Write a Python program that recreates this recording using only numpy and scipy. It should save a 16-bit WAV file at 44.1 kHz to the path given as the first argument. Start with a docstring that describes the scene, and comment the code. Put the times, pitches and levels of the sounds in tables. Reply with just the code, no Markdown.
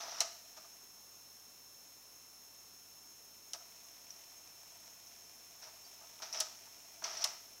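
"""A small room, one mono microphone close to a little plastic machine on a gridded board of steel balls.
The carriage scrapes and rattles forward, then snaps into the next notch: the latch cracks, the frame
shivers and the board knocks under the blow. Levers tick in between, an axle squeaks once and the gears
murmur. The room answers briefly; behind it all lie the microphone's hiss, mains hum and a thin whine."""
import sys
import numpy as np
from scipy import signal
from scipy.fft import rfft, irfft, next_fast_len
from scipy.io import wavfile
from scipy.ndimage import map_coordinates

SR = 44100
rng = np.random.default_rng(int(sys.argv[2]) if len(sys.argv) > 2 else 0)


def file_out(sig):
    """Save sig as 16-bit WAV at sys.argv[1]."""
    # one column per channel
    cols = np.atleast_2d(sig).T
    # limit, then scale
    lim = np.clip(cols, -1, 1)
    pcm = np.round(lim * 32767).astype(np.int16)
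    wavfile.write(sys.argv[1], SR, pcm)


N = 335160

# Levels are relative, ahead of each source's gain, unless marked rms.
# latch snaps: (time [s], level [dB], board knock [dB], crack t60 [s], extra treble [dB],
# resonance of the struck part [Hz], its lift [dB])
SNAPS = [(0.2052, -16, 1, 0.017, -4, 4260, 10.5), (3.5341, -29.5, 1.5, 0.016, -1.5, 3000, 3),
         (6.332, -43, -10, .03, 6, 5900, 3), (6.403, -25, 0.5, 0.0092, 11, 2800, 5),
         (6.4056, -22.5, 0.5, 0.02, -2.5, 10500, 7), (7.2417, -16.5, -6.5, 0.023, -6.5, 5060, 5.5),
         (7.2455, -32, 13.5, 0.011, 5, 4170, 8)]
# resonances of the board: (frequency [Hz], level [dB], t60 [s])
BOARD_MODES = [(552, -13, 0.044), (634, 4.5, 0.056), (687.5, 13, 0.04), (873, -7.5, 0.12),
               (1102, -14, 0.15), (1160, -7, .05), (1176, -11, 0.038), (1277, -1, 0.081)]
# carriage slides: (start [s], length [s], glide [dB], jolt [dB], rumble relative to scrape [dB])
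SLIDES = [(0, 0.24, -48.5, -46.5, -5), (0.564, 0.016, -64.5, -55, -5.5), (5.619, 0.034, -56.5, -54.5, -5.5),
          (6.217, 0.11, -56.5, -40, -6), (6.334, 0.083, -47, -55, -6), (7.037, 0.24, -47.5, -37.5, -5)]
# light catches and lever ticks: (time [s], level [dB])
TICKS = [(0.1162, -39), (.1435, -45), (.1853, -37), (4.1045, -43), (5.07, -48), (6.223, -44), (6.327, -33),
         (6.3453, -34), (6.3717, -34.5), (6.387, -34), (7.0408, -29), (7.171, -34), (7.2122, -38),
         (7.2196, -29.5), (7.226, -35)]
# dull bumps of the carriage on the board: (time [s], level [dB])
BUMPS = [(.569, -49.5), (.641, -54.5), (3.545, -45.5), (3.605, -53), (5.673, -51), (6.008, -53),
         (6.032, -52), (6.198, -49), (6.347, -45), (6.67, -57), (7.019, -40.5)]
# the axle's squeak: (time [s], length [s], pitch [Hz], level [dB])
SQUEAK = (5.844, .02, 4670, -54)
# the drive under load: (start [s], stop [s], level [dB])
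DRIVE_RUNS = [(0, .8, -62.5), (3.595, 5.916, -62), (5.88, 7.614, -60.5)]
# spectra at the microphone: (frequency [Hz], level [dB])
CRACK_SPECTRUM = [(300, -58), (1000, -28), (2200, -39), (2900, -9), (3500, -10.5), (4200, -5.5),
                  (4700, -8.5), (5400, 1.5), (6400, -1.5), (7600, -11), (10000, -12.5), (13000, -18),
                  (16000, -22)]  # latch faces striking
FRAME_SPECTRUM = [(250, -33), (500, -20.5), (680, -15), (1300, -11.5), (2000, -11.5), (3500, -12.5),
                  (4800, -9), (5400, 0), (6000, -1.5), (6700, -8.5), (7700, -15), (10500, -21.5),
                  (16000, -33)]  # plastic frame shivering
SCRAPE_SPECTRUM = [(600, -35), (1800, -10.5), (3000, -13), (4800, -9.5), (5300, -1.5), (5600, -1.5),
                   (5850, 1), (6150, -7.5), (6500, -10), (7300, -22), (9000, -27), (16000, -40)]  # carriage rubbing
RUMBLE_SPECTRUM = [(150, -37), (400, -13.5), (560, -13.5), (660, 5), (780, -7), (880, 0), (1050, -7),
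                   (1300, -2), (1700, -13.5), (2600, -26), (5000, -63)]  # board under the carriage
TICK_SPECTRUM = [(600, -46), (1800, -22), (4600, -18), (5250, -1.5), (5600, 0), (5880, 3.5), (6150, -11),
                 (6550, -16), (7400, -24), (9000, -36.5), (16000, -38)]  # parts touching lightly
GEAR_SPECTRUM = [(200, -15), (550, -16.5), (675, 7), (790, -8), (920, 0), (1100, -9), (1300, -7.5),
                 (1650, -7), (2250, -4), (2430, 0), (2650, -4.5), (4600, -7), (5800, 4), (16000, -34.5)]  # drive turning
HISS_SPECTRUM = [(20, -17), (33, -34), (45, -17), (70, -8), (120, -5), (220, -1), (450, -2), (1050, -1.5),
                 (1700, -7), (2800, -6.5), (3600, -6), (4800, -7.5), (6500, -59)]  # room air
FIZZ_SPECTRUM = [(4000, -35), (4900, -16), (5150, -1), (5500, 0.5), (6150, -5.5), (6500, 6.5), (6800, -6),
                 (7150, -9.5), (7600, -12), (11000, -9), (12700, -10.5), (13350, 0.5), (14000, -11.5),
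                 (16000, -8.5)]  # circuit hiss
# decay of the room: (frequency [Hz], t60 [s])
ROOM_DECAY = [(200, 0.7), (800, 0.44), (4000, 0.55), (7000, 0.58), (14000, 0.056)]
# mains hum and steady electronic tones: (frequency [Hz], level [dB rms])
STEADY_TONES = [(46, -88), (100, -83.5), (2683, -81.5), (6223, -77.5), (6724, -89)]
# drifting whistles of the electronics: (frequency [Hz], drift [Hz], level [dB rms])
WHISTLES = [(4108, 8, -78.5), (5367, 3, -63.5), (10733, 6, -80), (13415, 8, -73)]
# narrow bands of sizzle: (centre [Hz], half-width [Hz], level [dB rms])
SIZZLE_BANDS = [(6420, 30, -80), (6545, 38, -71), (7150, 45, -77.5), (10300, 71, -82)]


def latch_snaps(crack_db, blow_db, frame_db, board_db, frame_t60, frame_rise_s):
    """The latch cracks, the frame shivers, the board knocks; returns the cracks and the body apart."""
    cracks, frame, board = np.zeros((3, N))
    t = np.arange(SR // 4) / SR
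    for s, db, knock_db, t60, treble_db, part_hz, part_db in SNAPS:
        chatter, shiver = np.sign(rng.standard_normal((2, len(t))))
        # one hard blow, then the faces chatter against each other as they settle
        contact = amp(blow_db) * (t == 0) + fade(t, t60) * chatter
        spectrum = crack_spectrum(treble_db, part_hz, part_db, width_hz=210, treble_hz=7400)
        add(cracks, s, amp(db + crack_db) * coloured(contact, spectrum))
        shake = fade(t, frame_t60) * (1 - np.exp(-t / frame_rise_s))
        add(frame, s, amp(db + frame_db + knock_db / 2) * shake * shiver)
        knock = board_ring(t, swell_s=0.0042, lag_s=0.00417, detune=0.006)
        add(board, s, amp(db + board_db + knock_db) * knock)
    return cracks, coloured(frame, FRAME_SPECTRUM) + board


def crack_spectrum(treble_db, part_hz, part_db, width_hz, treble_hz):
    """The struck part lifts one resonance; a harder contact puts more into the top octave."""
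    hz = np.fft.rfftfreq(1024, 1 / SR)
    resonance = part_db / (1 + ((hz - part_hz) / width_hz) ** 2)
    treble = treble_db * (1 + np.tanh((hz - treble_hz) / (2 * width_hz))) / 2
    return np.column_stack([hz, along(CRACK_SPECTRUM, hz) + resonance + treble])


def board_ring(t, swell_s, lag_s, detune):
    """Slow bending waves arrive after the crack; each knock detunes the board's modes at random."""
    late = np.maximum(t - lag_s, 0)
    ring = np.zeros(len(t))
    for hz, db, t60 in BOARD_MODES:
        pitch = hz * (1 + detune * rng.standard_normal())
        envelope = amp(db + rng.standard_normal()) * fade(late, t60)
        ring += envelope * np.sin(2 * np.pi * (pitch * late + rng.random()))
    return ring * onset(late, swell_s)


def carriage(scrape_db, rumble_db):
    """The sliding carriage rattles its own frame and rumbles on the grid."""
    scrape_gain, rumble_gain = slide_gains(attack_s=0.0037, jolt_t60=0.14, settle_t60=0.36)
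    frame_rub = friction(per_second=900, spread_db=2, t60=0.007, smooth=1)
    grid_rub = friction(per_second=200, spread_db=2.5, t60=0.023, smooth=0.87)
    scrape = amp(scrape_db) * coloured(scrape_gain * frame_rub, SCRAPE_SPECTRUM)
    rumble = amp(rumble_db) * coloured(rumble_gain * grid_rub, RUMBLE_SPECTRUM)
    return scrape + rumble


def slide_gains(attack_s, jolt_t60, settle_t60):
    """Each slide breaks loose with a jolt, glides evenly, then rattles out."""
    scrape, rumble = np.zeros((2, N))
    t = np.arange(SR) / SR
    for s, length, glide_db, jolt_db, board_db in SLIDES:
        glide = amp(glide_db) * fade(np.maximum(t - length, 0), settle_t60)
        jolt = amp(jolt_db) * fade(t, jolt_t60)
        force = (glide + jolt) * onset(t, attack_s)
        add(scrape, s, force)
        add(rumble, s, amp(board_db) * force)
    return scrape, rumble


def friction(per_second, spread_db, t60, smooth):
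    """Tiny random catches of uneven size over a smooth rub, at rms 1."""
    t = np.arange(SR // 20) / SR
    catches = (rng.random(N) < per_second / SR) * amp(spread_db * rng.standard_normal(N))
    power = np.abs(signal.fftconvolve(catches ** 2, fade(t, t60) ** 2)[:N])
    return unit(np.sqrt(power / power.mean() + smooth) * rng.standard_normal(N))


def lever_ticks(level_db, t60):
    """Loose parts touch lightly and ring in one narrow, bright resonance."""
    touches = np.zeros(N)
    t = np.arange(SR // 8) / SR
    for s, db in TICKS:
        chatter = np.sign(rng.standard_normal(len(t)))
        add(touches, s, amp(db + level_db) * fade(t, t60) * chatter)
    return coloured(touches, TICK_SPECTRUM)


def carriage_bumps(t60, rise_s, scrape_db):
    """Soft contacts mostly stir the board, with a weaker scrape on top."""
    push = np.zeros(N)
    t = np.arange(SR // 4) / SR
    envelope = fade(t, t60) * (1 - np.exp(-t / rise_s))
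    for s, db in BUMPS:
        add(push, s, amp(db) * envelope * rng.standard_normal(len(t)))
    return coloured(push, RUMBLE_SPECTRUM) + amp(scrape_db) * coloured(push, SCRAPE_SPECTRUM)


def axle_squeak():
    """One short swell of a dry axle's note."""
    s, length, hz, db = SQUEAK
    t = np.arange(N) / SR - s
    swell = np.sin(np.pi * np.clip(t / length, 0, 1)) ** 2
    return amp(db) * swell * np.sin(2 * np.pi * hz * t)


def gears(level_db, idle_db, ramp_s):
    """The drive murmurs faintly, swelling as it takes up load."""
    t = np.arange(N) / SR
    load = sum(amp(db) * (np.tanh((t - start) / ramp_s) - np.tanh((t - stop) / ramp_s)) / 2
               for start, stop, db in DRIVE_RUNS)
    effort = np.hypot(amp(idle_db), load)
    rub = friction(per_second=90, spread_db=2.5, t60=0.019, smooth=1.6)
    return amp(level_db) * effort * coloured(rub, GEAR_SPECTRUM)


def room(x, build_s):
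    """The walls return a diffuse tail in which the top treble dies first."""
    hz, t, bands = signal.stft(rng.standard_normal(SR // 2), SR, nperseg=256)
    decay = fade(t, along(ROOM_DECAY, hz)[:, None])
    tail = signal.istft(bands * decay, SR, nperseg=256)[1]
    tail *= onset(np.arange(len(tail)) / SR, build_s)
    return signal.fftconvolve(x, tail / np.linalg.norm(tail))[:N]


def noise_floor(hiss_db, fizz_db):
    """Room air and the microphone's circuit hiss, with mains hum and high whistles."""
    t = np.arange(N) / SR
    hiss = amp(hiss_db) * noise(lambda f: amp(along(HISS_SPECTRUM, f)))
    fizz = amp(fizz_db) * noise(lambda f: amp(along(FIZZ_SPECTRUM, f)))
    tones = sum(amp(db) * np.sin(2 * np.pi * (hz * t + rng.random())) for hz, db in STEADY_TONES)
    whine = np.zeros(N)
    for hz, drift, db in WHISTLES:
        pitch = hz + drift * wobble(per_second=40)
        whine += amp(db) * np.sin(2 * np.pi * np.cumsum(pitch) / SR)
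    sizzle = sum(amp(db) * noise(lambda f: 1 / (1 + ((f - hz) / width) ** 2))
                 for hz, width, db in SIZZLE_BANDS)
    return hiss + fizz + sizzle + np.sqrt(2) * (tones + whine)


def amp(db):
    """Decibels to gain."""
    return 10 ** (np.asarray(db) / 20)


def unit(x):
    """Scale to rms 1."""
    return x / np.sqrt(np.mean(x ** 2) + 1e-20)


def along(points, hz):
    """Read (frequency [Hz], value) points on a log frequency axis."""
    knots_hz, values = np.transpose(points)
    return np.interp(np.log(hz + 1), np.log(knots_hz + 1), values)


def onset(t, rise_s):
    """A smooth rise from 0 to 1."""
    return 1 - np.exp(-(t / rise_s) ** 2)


def fade(t, t60):
    """A ring-down that loses 60 dB in t60 seconds."""
    return np.exp(-np.log(1000) * t / t60)


def wobble(per_second):
    """A smooth curve through evenly spaced random knots."""
    knots = rng.standard_normal(int(N * per_second / SR) + 4)
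    return map_coordinates(knots, [np.arange(N) * per_second / SR])


def add(track, s, sound):
    """Mix a sound into the track at s seconds."""
    part = track[max(round(s * SR), 0):][:len(sound)]
    part += sound[:len(part)]


def filtered(x, response):
    """Filter x by a gain given as a function of frequency."""
    size = next_fast_len(N + SR // 2)
    return irfft(rfft(x, size) * response(np.fft.rfftfreq(size, 1 / SR)), size)[:N]


def noise(response):
    """Noise of rms 1 with the given response."""
    return unit(filtered(rng.standard_normal(N), response))


def coloured(x, spectrum, size=4096):
    """Pass x through a causal filter of unit energy with this spectrum."""
    gain = amp(along(spectrum, np.fft.rfftfreq(size, 1 / SR)))
    cepstrum = irfft(np.log(gain))
    # fold onto positive time for minimum phase
    cepstrum[1:size // 2] *= 2
    cepstrum[size // 2 + 1:] = 0
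    ring = irfft(np.exp(rfft(cepstrum)))
    return signal.fftconvolve(x, ring / np.linalg.norm(ring))[:N]


def scene():
    """The machine close up, the room behind it; one microphone feeds both channels."""
    cracks, body = latch_snaps(crack_db=-3, blow_db=10.5, frame_db=-11.5, board_db=-26,
                               frame_t60=0.093, frame_rise_s=0.0026)
    body += lever_ticks(level_db=-2, t60=0.041)
    body += axle_squeak()
    body += carriage_bumps(t60=0.068, rise_s=0.0037, scrape_db=-6)
    body += carriage(scrape_db=-1, rumble_db=-1.5)
    # the broad frame and board fill the room more than the tiny latch does
    radiated = body + amp(-7) * cracks
    mono = cracks + body + amp(-11.5) * room(radiated, build_s=0.0036)
    mono += gears(level_db=-2, idle_db=-70, ramp_s=0.14)
    mono += noise_floor(hiss_db=-67.5, fizz_db=-59.5)
    return np.array([mono, mono])


def record(dry):
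    """The recorder keeps nothing above its band limit."""
    top_hz = 15800
    return np.array([filtered(channel, lambda hz: hz < top_hz) for channel in dry])


dry = scene()
out = record(dry)
file_out(out)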